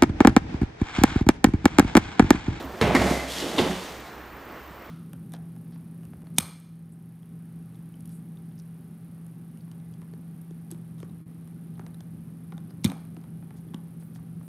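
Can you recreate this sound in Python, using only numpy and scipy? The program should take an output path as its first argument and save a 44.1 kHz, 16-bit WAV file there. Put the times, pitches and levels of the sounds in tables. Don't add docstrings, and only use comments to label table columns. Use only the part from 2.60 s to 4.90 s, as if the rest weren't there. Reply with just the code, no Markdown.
import sys
import numpy as np
from scipy import signal
from scipy.fft import rfft, irfft
from scipy.io import wavfile
from scipy.ndimage import uniform_filter1d

SR = 44100
rng = np.random.default_rng(int(sys.argv[2]) if len(sys.argv) > 2 else 0)


def persist_wave(psi):
    counts = np.round(np.clip(psi, -1, 1) * 32767).astype(np.int16)
    wavfile.write(sys.argv[1], SR, np.atleast_2d(counts).T)


def gain_from_db(level_db):
    decades = np.asarray(level_db, float) / 20
    return 10 ** decades


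N = 101430
T = np.arange(N) / SR

# frequency in Hz, relative level in dB per Hz.
STREET_COLOUR = [(33, -30), (40, -10), (56, -5.5), (150, -8), (340, -3), (765, -8), (1100, -7), (1900, -12),
                 (2700, -19), (4000, -26), (8000, -35.5), (13300, -40), (15100, -52), (15350, -80)]
# time in seconds, gain in dB.
STREET_SWELL = [(0, 1.5), (1.86, 0), (1.93, 1.5), (2.05, -0.5), (2.3, -1)]
# pitch in Hz, level in dB rms, width in Hz of its wavering part.
HUM = [(65.4, -54.5, 2.3)]
# centre in Hz, width in Hz of each of two passes,
# level in dB rms ahead of the throb.
CHIRR = [(14540, 590, -62.5), (14351, 40, -71), (14400, 720, -67.5)]
# time in seconds, level in dB, centre of the swish in Hz,
# swish share of the power 0-1.
CLOTH_STROKES = [(0, -47.5, 3720, 0.4), (.07, -59.5, 2100, 0), (.205, -51, 2420, 0.56),
                 (.225, -34, 2410, 1), (.335, -36, 2220, 0.91), (.38, -30.5, 1950, 0.82),
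                 (.53, -33.5, 2240, 0.03), (.668, -43.5, 2040, 0.4), (.7, -36, 3260, 0),
                 (.745, -36.5, 3120, 0.02), (.785, -35, 3410, 0.06), (.86, -40, 2870, 0.19),
                 (.96, -41.5, 2900, 0.02), (1.01, -34, 3150, 0.7), (1.08, -38.5, 2660, 0.36),
                 (1.25, -45, 2520, 0.04), (1.4, -52, 2190, 0.35), (1.6, -62, 2100, 0.5)]
# frequency in Hz, relative level in dB per Hz.
CLOTH_COLOUR = [(530, -34), (900, -11), (1230, -13), (2020, -3.5), (2390, -8.5), (3380, -3.5), (6200, -7.5),
                (14100, -17.5), (15300, -58)]
# start in seconds, length in seconds, level in dB,
# start pitch in Hz, end pitch in Hz.
SQUEAKS = [(0.434, 0.073, -27, 658, 705), (0.429, 0.25, -37.5, 2090, 2022),
           (0.69, 0.043, -38.5, 3190, 3530), (0.758, .032, -40, 3310, 3200),
           (0.771, 0.022, -40, 4520, 4600), (0.816, 0.019, -38, 3030, 2730),
           (0.97, 0.052, -28.5, 1062, 1060)]
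# time in seconds, level in dB.
DRAG_LEVEL = [(0, -39.5), (.06, -42), (.205, -40.5), (.225, -19), (.33, -22), (.4, -21), (.54, -26),
              (.64, -40.5), (.75, -41.5), (.83, -35), (.96, -33), (1.0, -22.5), (1.12, -30), (1.16, -47),
              (1.3, -42), (1.45, -61)]
# frequency in Hz, relative level in dB per Hz.
DRAG_COLOUR = [(29, -23), (50, -17.5), (145, -9), (185, -2), (245, -1.5), (448, -5.5), (643, -5),
               (1050, -13.5), (2020, -21), (2500, -29), (3250, -29), (5500, -120)]
# start in seconds, level in dB, brightest frequency in Hz,
# share of that band in the power 0-1, t60 in seconds.
SLAPS = [(0.212, -15.5, 4630, 0.01, 0.039), (0.221, -25, 2570, 0.18, 0.32), (0.349, -13, 2010, 0.18, 0.071),
         (0.362, -19, 1850, 0.44, 0.086), (0.417, -21, 2130, 0, 0.062), (0.9818, -18.5, 3600, 0.8, 0.031),
         (0.9877, -16, 3200, 0.57, 0.042), (0.998, -26.5, 4700, 0.17, 0.12), (1.459, -46, 4000, 0.01, 0.24)]
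# frequency in Hz, relative level in dB per Hz.
SLAP_COLOUR = [(410, -35.5), (700, 15), (1560, 3.5), (2080, 8.5), (2490, -0.5), (4190, 0.5), (5430, -4.5),
               (13800, -20), (15300, -58)]
# frequency in Hz, relative level in dB, t60 in seconds.
FLOOR_MODES = [(64.3, 0, 0.61), (94.7, 7.5, 0.16), (109.6, 11.5, 0.196), (131, 0.5, 0.43)]
# start in seconds, level in dB,
# weight of the lowest mode 0-1 (the other modes get the rest).
BOOMS = [(0.039, -35.5, 0.78), (0.214, -24.5, 0.08), (0.248, -25, 1), (0.375, -20, 0.48), (0.4, -25, 0.88),
         (0.491, -28.5, 0.6), (0.98, -32.5, 0.66), (1.05, -40.5, 0.6)]
# start in seconds, thump level in dB, mat pitch in Hz at the start,
# t60 in seconds before the cap LONGEST_T60.
THUMPS = [(0.039, -27.5, 285, 0.11), (.213, -14, 457, 0.086), (0.219, -18.5, 257, 0.088),
          (.236, -13.5, 185.4, 0.11), (0.274, -13, 430, 0.069), (.289, -17, 182.4, 0.15),
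          (0.3484, -4, 274, 0.083), (0.37, -11, 222, 0.1), (0.414, -16, 248, 0.11),
          (0.445, -12.5, 202.5, 0.2), (0.411, -18.5, 667, 0.11), (.511, -8.5, 249, 0.054),
          (0.536, -23.5, 213, 0.07), (0.635, -30, 279, 0.12), (0.823, -23, 353, 0.053),
          (0.84, -20.5, 293, 0.065), (0.974, -19, 298, 0.046), (.983, -12, 292, 0.07),
          (0.994, -13, 379, 0.071), (1.01, -11, 237, 0.06), (1.061, -20.5, 298, 0.14),
          (1.098, -20.5, 197, 0.19), (1.161, -28, 197, 0.1)]
# frequency in Hz, t60 in seconds.
HALL_DECAY = [(250, 0.43), (1000, 0.98), (4000, 0.74), (12000, 0.31)]
# frequency in Hz, approximate left-right likeness 0-1.
SAME = [(300, .999), (1200, 0.95), (2500, 0.89), (5000, 0.84), (9000, 0.95), (14000, 0.99)]
# frequency in Hz, left minus right in dB.
BALANCE = [(40, -2.5), (300, -2), (1400, -1), (2800, 0.1), (14000, 0.2)]

STREET_DB = -43
CHIRR_THROB_DB, CHIRR_THROB_S = 3, 0.0032
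FIBRES_PER_S, FIBRE_SPREAD_DB, SWISH_WIDTH_HZ = 3900, -0.5, 1820
SQUEAK_WIDTH = 0.016
BUMPS_PER_S, BUMP_SPREAD_DB = 1200, 2.5
SLAP_RISE_S, SLAP_WIDTH = 0.0008, 0.5
BOOM_RISE_S = 0.007
THUMP_RISE_S, LONGEST_T60 = 0.001, 0.14
SAG_PER_S = 2.2
PUFF_T60, PUFF_DB = 0.079, -11
HALL_DB, SCATTER_S = -9.5, 0.04
LOW_CUT_HZ, EDGE_HZ = 24, 15760
KNEE_DB, SQUEEZE = -21, 0.31
ATTACK_S, RECOVER_DB_PER_S = 0.0035, 22.5


def evened(x):
    return x / np.sqrt(np.mean(x ** 2) + 1e-20)


def read(points, hz):
    f, value = np.transpose(points)
    return np.interp(np.log(hz + 1), np.log(f + 1), value)


def curve(table, column=1):
    rows = np.array(table, float)
    return np.interp(T, rows[:, 0], rows[:, column])


def colour(x, points):
    hz = abs(np.fft.fftfreq(8192, 1 / SR))
    log_gain = np.log(gain_from_db(np.maximum(read(points, hz), -100)))
    response = np.exp(np.conj(signal.hilbert(log_gain)))
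    taps = np.fft.ifft(response).real[:4096]
    return signal.oaconvolve(x, taps)[:len(x)]


def resonate(x, hz, width):
    turn = np.exp(2j * np.pi * np.cumsum(hz * np.ones(len(x))) / SR)
    r = np.exp(-np.pi * width / SR)
    return 2 * (turn * signal.lfilter([1 - r], [1, -r], x / turn)).real


def resonate_twice(x, hz, width):
    return resonate(resonate(x, hz, width), hz, width)


def grains(per_s, spread_db):
    size = gain_from_db(spread_db * np.minimum(rng.exponential(1, N), 4))
    sign = rng.choice([-1., 1.], N)
    return size * sign * (rng.random(N) < per_s / SR)


def add(mix, s, sound):
    part = mix[round(s * SR):][:len(sound)]
    part += sound[:len(part)]


def street():
    frames, hz = N // 256 + 5, np.fft.rfftfreq(1024, 1 / SR)
    real, imaginary, patches = rng.standard_normal((frames, 513, 3)).T
    patches = uniform_filter1d(patches, 14, 0)
    patches_db = evened(uniform_filter1d(patches, 10, 1))
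    spectra = (real + 1j * imaginary) * gain_from_db(read(STREET_COLOUR, hz)[:, None] + patches_db)
    wash = signal.istft(spectra, nperseg=1024, noverlap=768)[1][:N]
    return gain_from_db(STREET_DB + curve(STREET_SWELL)) * evened(wash)


def hum():
    out = np.zeros(N)
    for hz, db, width in HUM:
        waver = evened(resonate(rng.standard_normal(N), hz, width))
        out += gain_from_db(db) * evened(np.sin(2 * np.pi * hz * T) + 0.93 * waver)
    return out


def chirr():
    out = np.zeros(N)
    for hz, width, db in CHIRR:
        out += gain_from_db(db) * evened(resonate_twice(rng.standard_normal(N), hz, width))
    throb = evened(uniform_filter1d(rng.standard_normal(N), round(CHIRR_THROB_S * SR)))
    return out * gain_from_db(CHIRR_THROB_DB * throb)


def cloth():
    fibres = grains(FIBRES_PER_S, FIBRE_SPREAD_DB)
    hz, share = curve(CLOTH_STROKES, column=2), curve(CLOTH_STROKES, column=3)
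    swish = evened(resonate_twice(fibres, hz, SWISH_WIDTH_HZ))
    rustle = evened(colour(fibres, CLOTH_COLOUR))
    mix = np.sqrt(1 - share) * rustle + np.sqrt(share) * swish
    return mix * gain_from_db(curve(CLOTH_STROKES)) * (T < CLOTH_STROKES[-1][0])


def squeaks():
    out, air = np.zeros(N), rng.standard_normal(N)
    for s, length, db, from_hz, to_hz in SQUEAKS:
        u = np.arange(0, length, 1 / SR) / length
        hz = from_hz + (to_hz - from_hz) * u
        width = SQUEAK_WIDTH * from_hz ** 2 / 1000
        tone = evened(resonate_twice(air[round(s * SR):][:len(u)], hz, width))
        add(out, s, gain_from_db(db) * np.sin(np.pi * u) * tone)
    return out


def drag():
    bumps = evened(colour(grains(BUMPS_PER_S, BUMP_SPREAD_DB), DRAG_COLOUR))
    return bumps * gain_from_db(curve(DRAG_LEVEL)) * (T < DRAG_LEVEL[-1][0])


def slaps():
    out, t = np.zeros(N), np.arange(SR // 4) / SR
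    air = evened(colour(rng.standard_normal(N + SR), SLAP_COLOUR))
    for s, db, hz, share, t60 in SLAPS:
        burst = air[round(s * SR):][:len(t)]
        band = evened(resonate_twice(burst, hz, hz * SLAP_WIDTH))
        shape = (1 - np.exp(-t / SLAP_RISE_S)) * gain_from_db(db - 60 * t / t60)
        add(out, s, shape * (np.sqrt(1 - share) * burst + np.sqrt(share) * band))
    return out


def booms():
    out, t = np.zeros(N), np.arange(SR // 2) / SR
    for s, db, share in BOOMS:
        boom = np.zeros(len(t))
        for k, (hz, mode_db, t60) in enumerate(FLOOR_MODES):
            weight = share if k == 0 else 1 - share
            ring = np.sin(2 * np.pi * (hz * t + rng.random()))
            boom += weight * gain_from_db(mode_db - 60 * t / t60) * ring
        add(out, s, gain_from_db(db) * (1 - np.exp(-t / BOOM_RISE_S)) * boom)
    return out


def landings():
    out, t = np.zeros(N), np.arange(SR // 4) / SR
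    air = rng.standard_normal(N + SR)
    for s, db, hz, t60 in THUMPS:
        puff = evened(resonate(air[round(s * SR):][:len(t)], hz * 0.95, hz * 0.41))
        puff = puff * gain_from_db(PUFF_DB - 60 * t / PUFF_T60)
        ring = -np.sin(2 * np.pi * hz * t * (1 - SAG_PER_S * t / 2))
        ring = ring * gain_from_db(-60 * t / min(t60, LONGEST_T60))
        add(out, s, gain_from_db(db) * (1 - np.exp(-t / THUMP_RISE_S)) * (ring + puff))
    return out


def hall(x):
    taps = np.zeros(SR)
    at = np.arange(300, SR - 20, 20) + rng.integers(0, 20, (SR - 301) // 20)
    taps[at] = rng.choice([-1., 1.], len(at))
    hz, t, z = signal.stft(taps, SR, nperseg=256)
    decay = gain_from_db(-60 * t / read(HALL_DECAY, hz)[:, None])
    tail = signal.istft(z * decay, SR, nperseg=256)[1]
    return signal.fftconvolve(x, gain_from_db(HALL_DB) * tail / np.linalg.norm(tail))[:N]


def ports(mid):
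    hz = np.fft.rfftfreq(N, 1 / SR)
    scatter = rng.standard_normal(8000) * np.exp(-np.arange(8000) / SR / SCATTER_S)
    scattered = signal.oaconvolve(mid, scatter / np.linalg.norm(scatter))[:N]
    apart = np.sqrt((1 - read(SAME, hz)) / 2)
    shared, differing = rfft(mid), rfft(scattered) * apart
    tilt = gain_from_db(read(BALANCE, hz) / 2)
    left = irfft((shared + differing) * tilt, N)
    right = irfft((shared - differing) / tilt, N)
    return np.array([left, right])


def scene():
    outside = street() + hum() + chirr()
    action = cloth() + squeaks() + drag() + slaps() + booms() + landings()
    return ports(action + hall(action) + outside)


def top_cut(x):
    return signal.sosfilt(signal.butter(12, 15780, fs=SR, output="sos"), x)


def record(dry):
    low_cut = signal.butter(2, LOW_CUT_HZ, "high", fs=SR, output="sos")
    dry = signal.sosfilt(low_cut, dry)
    r = np.exp(-1 / SR / ATTACK_S)
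    power = signal.lfilter([1 - r], [1, -r], (dry ** 2).mean(0))
    power_db = 10 * np.log10(power + 1e-12)
    fall = T * RECOVER_DB_PER_S
    level_db = np.maximum.accumulate(power_db + fall) - fall
    over_db = np.maximum(level_db - KNEE_DB, 0)
    held = dry / gain_from_db(SQUEEZE * signal.lfilter([1 - r], [1, -r], over_db))
    band_limit = signal.firwin(511, EDGE_HZ, window=("kaiser", 9), fs=SR)
    mix = signal.oaconvolve(held, band_limit[None], "same")
    return top_cut(mix)


dry = scene()
out = record(dry)
persist_wave(out)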